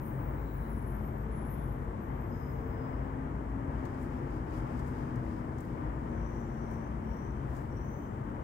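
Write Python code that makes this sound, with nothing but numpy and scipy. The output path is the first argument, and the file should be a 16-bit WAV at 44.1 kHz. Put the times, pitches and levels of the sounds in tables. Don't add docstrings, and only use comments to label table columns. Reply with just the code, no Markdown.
import sys
import numpy as np
from scipy import signal
from scipy.fft import rfft, irfft, next_fast_len
from scipy.io import wavfile
from scipy.ndimage import map_coordinates

SR = 44100
rng = np.random.default_rng(int(sys.argv[2]) if len(sys.argv) > 2 else 0)


def transcribe(signal):
    frames = np.atleast_2d(signal).T
    limited = np.clip(frames, -1, 1)
    pcm = np.round(limited * 32767).astype(np.int16)
    wavfile.write(sys.argv[1], SR, pcm)


N = 371763
TIME = np.arange(N) / SR
FFT_SIZE = next_fast_len(N, True)
BIN_HZ = np.maximum(np.arange(FFT_SIZE // 2 + 1) * SR / FFT_SIZE, 1)


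def from_db(db):
    return np.exp(np.asarray(db) * (np.log(10) / 20))


def rms_one(x):
    return x / np.sqrt(np.mean(x ** 2) + 1e-20)


def fade(spans):
    return np.exp(-np.clip(spans, 0, 20))


def swell(peak_s, spread_s):
    return fade(((TIME - peak_s) / spread_s) ** 2)


def held(age, length, rise_s, release_s):
    return (1 - fade(age / rise_s)) * fade((age - length) / release_s)


def drift(rate):
    knots = rng.standard_normal(4096)
    return map_coordinates(knots, [TIME[::32] * rate], order=3, mode="wrap").repeat(32)[:N]


def in_time(rows):
    times, *columns = np.transpose(rows)
    return [np.interp(TIME, times, column) for column in columns]


def add(out, start_s, sound):
    first = int(start_s * SR)
    low, high = max(first, 0), min(first + sound.shape[1], N)
    out[:, low:high] += sound[:, low - first:high - first]


def colour(points):
    hz, db = np.transpose(points)
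    return from_db(np.interp(np.log(BIN_HZ), np.log(hz), db)) / np.maximum(BIN_HZ / hz[-1], 1) ** 2


def noise_field(spectrum, likeness, lag_s=0):
    left, diffuse = rfft(rng.standard_normal((2, FFT_SIZE))) * np.sqrt(SR / 2)
    delayed = left * np.exp(-2j * np.pi * BIN_HZ * lag_s)
    right = likeness * delayed + np.sqrt(1 - likeness ** 2) * diffuse
    return irfft(np.array([left, right]) * colour(spectrum), FFT_SIZE)[:, :N]


def narrow_tone(hz, width_hz, skirt_ratio):
    phase = 2 * np.pi * np.cumsum(hz) / SR
    grain = rng.standard_normal((2, 2, len(hz)))
    for edge_hz in (width_hz / 2, min(width_hz * skirt_ratio, SR / 10)):
        grain = signal.lfilter(*signal.butter(1, edge_hz, fs=SR), grain)
    return rms_one(grain[0] * np.cos(phase) + grain[1] * np.sin(phase))


# f/Hz, level/dB
HISS_SPECTRUM = [(2000, -113), (4200, -113), (5200, -111.5), (8500, -111), (10500, -119), (12500, -117.3),
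                 (13500, -115), (16000, -114)]
def hiss():
    return noise_field(HISS_SPECTRUM, likeness=.029)


# t/s, length/s, f/Hz, line width/Hz, level/dB
DISTANT_CALLS = [(5.89, .08, 7170, 90, -79), (6.041, .38, 6090, 70, -73), (6.13, 0.27, 5720, 109.8, -71.5),
                 (6.201, .55, 5930, 200, -77), (6.286, .15, 7220, 70, -74), (6.46, .3, 5700, 130, -72),
                 (6.467, 0.39, 6090, 80, -74), (7.97, 0.14, 7370, 70, -78)]
def far_calls(rise_s=.064, release_s=.099):
    out, age = np.zeros((2, N)), TIME[:SR + SR // 4]
    for start, length, hz, width_hz, level_db in DISTANT_CALLS:
        tone = narrow_tone(np.full(len(age), hz), width_hz, skirt_ratio=3.6)
        add(out, start, from_db(level_db) * held(age, length, rise_s, release_s) * tone)
    return out


# t/s, length/s, wait before the climb/s, level/dB
RISING_WHISTLES = [(7.018, .2, .12, -65.5), (7.684, 0.25, 0.065, -66.5)]
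def whistles(from_hz=5710, to_hz=6110, climb_s=.055, echo_t60_s=.78):
    out, age = np.zeros((2, N)), TIME[:SR]
    for start, length, wait, level_db in RISING_WHISTLES:
        hz = to_hz - (to_hz - from_hz) * fade((age - wait) / climb_s)
        tone = narrow_tone(hz, width_hz=50, skirt_ratio=6)
        call = from_db(level_db) * held(age, length, rise_s=.027, release_s=.02) * tone
        echoes = rng.standard_normal((2, SR)) * fade(np.log(1000) * age / echo_t60_s)
        add(out, start, signal.fftconvolve(call, echoes / np.linalg.norm(echoes[0]), axes=1))
    return out


def touches(rows, crackle, rise_s, decay_s):
    out = np.zeros((2, N))
    for peak_s, level_db, edge_hz in rows:
        low_cut = signal.butter(2, min(edge_hz, SR / 3), "high", fs=SR, output="sos")
        burst = fade(np.maximum((peak_s - TIME) / rise_s, (TIME - peak_s) / decay_s))
        out += from_db(level_db) * burst * rms_one(signal.sosfilt(low_cut, crackle))
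    return out


# f/Hz, relative level/dB
RUB_SPECTRUM = [(2500, 3), (4200, -4), (5000, 2), (5800, -4.5), (7000, -4), (10000, -11), (16000, -11)]
CRACKLE_SPECTRUM = [(2500, 1), (4500, -0.5), (7500, 0), (10500, -9), (16000, -7.5)]
# t/s, length/s, level/dB
FINGER_SLIDES = [(3.68, 0.7, -67), (4.453, 0.93, -65.5), (5.5, 1.7, -74), (7.33, .28, -72)]
# t/s, level/dB, low-cut f/Hz
TWIG_TICKS = [(3.853, -54, 1794), (4.794, -61, 2500), (5.158, -60, 4500), (5.584, -58, 4500),
              (5.606, -56, 7500), (6.712, -64, 7015)]
BERRY_BRUSHES = [(4.03, -63, 8980), (4.58, -67, 7620), (4.78, -68, 4000), (4.88, -63, 7600),
                 (5.65, -65, 13070), (6.735, -67, 10000), (7.51, -74, 5000), (7.57, -62, 5000)]
def sprig(grain_db=1.0, catch_db=1.7, brush_grain_db=.5):
    sliding = sum(from_db(level_db) * held(TIME - start, length, rise_s=.045, release_s=.2)
                  for start, length, level_db in FINGER_SLIDES)
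    bark = noise_field(RUB_SPECTRUM, likeness=.1)
    rub = sliding * rms_one(bark * from_db(grain_db * drift(300) + catch_db * drift(14)))
    crackle = noise_field(CRACKLE_SPECTRUM, likeness=.1)
    ticks = touches(TWIG_TICKS, crackle, rise_s=.0014, decay_s=.007)
    grainy = crackle * from_db(brush_grain_db * drift(200))
    return rub + ticks + touches(BERRY_BRUSHES, grainy, rise_s=.031, decay_s=.033)


# t/s, length/s, f/Hz, line width/Hz, level/dB
BRAKE_SQUEALS = [(-.1, 0.17, 13780, 90, -62), (0, 0.13, 9690, 15, -72), (0, .22, 14850, 200, -70),
                 (0, 0.64, 15700, 200, -65.5), (0, 0.94, 8250, 35, -83), (.18, .12, 15100, 90, -66),
                 (.24, .1, 10790, 30, -78), (.33, .14, 14500, 90, -68), (0.327, 0.13, 7300, 70, -79),
                 (.35, .3, 3930, 200, -77), (.49, .06, 15430, 120, -66), (.524, .17, 10920, 22, -69.5),
                 (.595, .045, 13330, 110, -65), (.6, 0.33, 14500, 350, -73), (0.677, 0.22, 10770, 30, -64),
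                 (.85, 0.29, 13320, 120, -66.5), (.88, .08, 9720, 40, -77), (1.291, 0.18, 10950, 12, -60),
                 (1.302, .35, 3390, 250, -76), (1.428, .13, 13120, 107, -64), (1.46, .28, 12100, 700, -76),
                 (1.557, .1, 10900, 60, -69), (1.6, .12, 13180, 140, -71), (1.99, 0.071, 13160, 150, -68),
                 (2.15, .06, 13900, 100, -71), (2.17, 0.36, 13340, 190, -73), (2.28, 0.27, 6550, 220, -79),
                 (2.3, .38, 14350, 280, -75), (2.288, .17, 5080, 70, -71), (2.45, .55, 15500, 280, -75),
                 (2.5, .08, 5085, 120, -78), (2.679, .13, 5060, 70, -72), (2.9, .16, 5075, 183, -81),
                 (6.26, .12, 13280, 300, -76), (6.8, .8, 3066, 15, -83), (7.03, .18, 13380, 320, -77.5),
                 (7.47, .12, 13300, 300, -76), (7.697, .66, 3080, 12, -82), (7.72, 0.27, 15000, 450, -74),
                 (7.88, 0.15, 13600, 500, -75)]
def squeals(rasp_db=-13, chatter_db=2.5, echo_t60_s=.72):
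    out, age = np.zeros((2, N)), TIME[:SR + SR // 2]
    for start, length, hz, width_hz, level_db in BRAKE_SQUEALS:
        pitch = np.full(len(age), hz)
        tone = narrow_tone(pitch, width_hz, skirt_ratio=3.5)
        rasp = from_db(rasp_db) * narrow_tone(pitch, width_hz=1000, skirt_ratio=1)
        grip = from_db(level_db + chatter_db * drift(22)[:len(age)])
        envelope = held(age, length, rise_s=.032, release_s=echo_t60_s / np.log(1000))
        add(out, start, grip * envelope * (tone + rasp))
    return out


def drone(hz, waver_hz, fading_db=2.5, fading_rate=12):
    phase = 2 * np.pi * np.cumsum(hz + waver_hz * drift(fading_rate)) / SR
    return rms_one(np.sin(phase) * from_db(fading_db * drift(fading_rate)))


# t/s, f/Hz, level/dB
REV_CURVE = [(0, 224.3, -56), (.6, 219, -50), (1, 216, -42.5), (1.6, 213, -51), (1.95, 215, -54),
             (2.4, 254.2, -47.5), (3.5, 268.5, -43), (4.2, 257, -46), (4.9, 245, -44.5), (5.8, 240.1, -44),
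             (6.5, 227, -44), (7, 221, -44.5), (7.5, 213.7, -50), (8.43, 208.4, -50.5)]
# peak t/s, spread/s, f/Hz, level/dB
BRIEF_DRONES = [(0, 0.42, 306, -51.5), (1.3, 0.056, 446.5, -51.5), (1.82, 0.11, 455, -49.5),
                (2.62, 0.35, 452.4, -50), (4.15, 0.37, 349, -51.5), (4.45, 0.42, 319, -49.5),
                (5.4, 0.34, 318.3, -46), (5.93, 0.22, 308.5, -44.5), (6.3, .35, 341.6, -50.5)]
def engines(steady_hz=135.2, steady_db=-45.5, recede_db_per_s=.36):
    steady = from_db(steady_db - recede_db_per_s * TIME) * drone(steady_hz, waver_hz=3.236)
    rev_hz, rev_db = in_time(REV_CURVE)
    revving = from_db(rev_db) * drone(rev_hz, waver_hz=2.64)
    others = sum(from_db(level_db) * swell(peak_s, spread_s) * drone(hz, waver_hz=2.18)
                 for peak_s, spread_s, hz, level_db in BRIEF_DRONES)
    return steady + revving + others


# t/s, firing f/Hz, level/dB
EXHAUST_CURVE = [(0, 54.5, -43.5), (.92, 52.5, -38.5), (1.15, 52.01, -51), (1.6, 50, -39),
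                 (2.3, 58.13, -46), (3.4, 58.15, -44.5), (4.1, 52.96, -48.5), (4.8, 52.95, -43),
                 (5.7, 54.53, -51), (6.2, 54.84, -42), (6.8, 56.7, -44), (7.5, 59.9, -37.5),
                 (7.7, 59.1, -62), (8.43, 58, -55)]
def exhaust():
    hz, level_db = in_time(EXHAUST_CURVE)
    return from_db(level_db) * drone(hz, waver_hz=1.852, fading_db=1.5, fading_rate=7)


# f/Hz, level/dB
RUMBLE_SPECTRUM = [(20, -79), (33, -71), (39, -72.5), (46, -58.5), (54, -54), (70, -57.5), (100, -59),
                   (130, -58), (155, -61.5), (185, -65), (240, -63.5), (340, -67.5), (420, -73.5),
                   (900, -105)]
TYRE_SPECTRUM = [(200, -78.5), (400, -74), (530, -73), (760, -75.5), (900, -72.5), (1100, -76), (1400, -82),
                 (1800, -84.5), (2200, -89.5), (2650, -99), (3050, -100), (3600, -110), (5000, -125)]
def traffic(rumble_trim_db=-1.1, rumble_swell_db=1.44, tyre_trim_db=-.08, tyre_swell_db=1.24):
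    busy = swell(peak_s=4.64, spread_s=2.34)
    rumble = noise_field(RUMBLE_SPECTRUM, likeness=np.exp(-(BIN_HZ / 900) ** 2))
    rumble *= from_db(rumble_trim_db + rumble_swell_db * busy)
    tyres = noise_field(TYRE_SPECTRUM, likeness=.5 / np.sqrt(1 + (BIN_HZ / 2100) ** 4), lag_s=.0005)
    flutter_db = .76 * drift(6)
    tyres *= from_db(tyre_trim_db + tyre_swell_db * busy + flutter_db)
    return rumble + tyres


def scene():
    street = traffic() + exhaust() + engines() + squeals()
    birds = whistles() + far_calls()
    return street + birds + sprig() + hiss()


# f/Hz, level/dB
RIGHT_PORT_SHADE = [(50, -4), (100, -5), (200, -4.5), (450, -3), (900, -5), (1350, -4), (1800, -8),
                    (2400, -13.5), (4000, -11), (16000, -10.5)]
def record(dry):
    right = irfft(rfft(dry[1], FFT_SIZE) * colour(RIGHT_PORT_SHADE), FFT_SIZE)[:N]
    top_cut = signal.ellip(12, .1, 80, 15700, fs=SR, output="sos")
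    return signal.sosfilt(top_cut, np.array([dry[0], right]))


dry = scene()
out = record(dry)
transcribe(out)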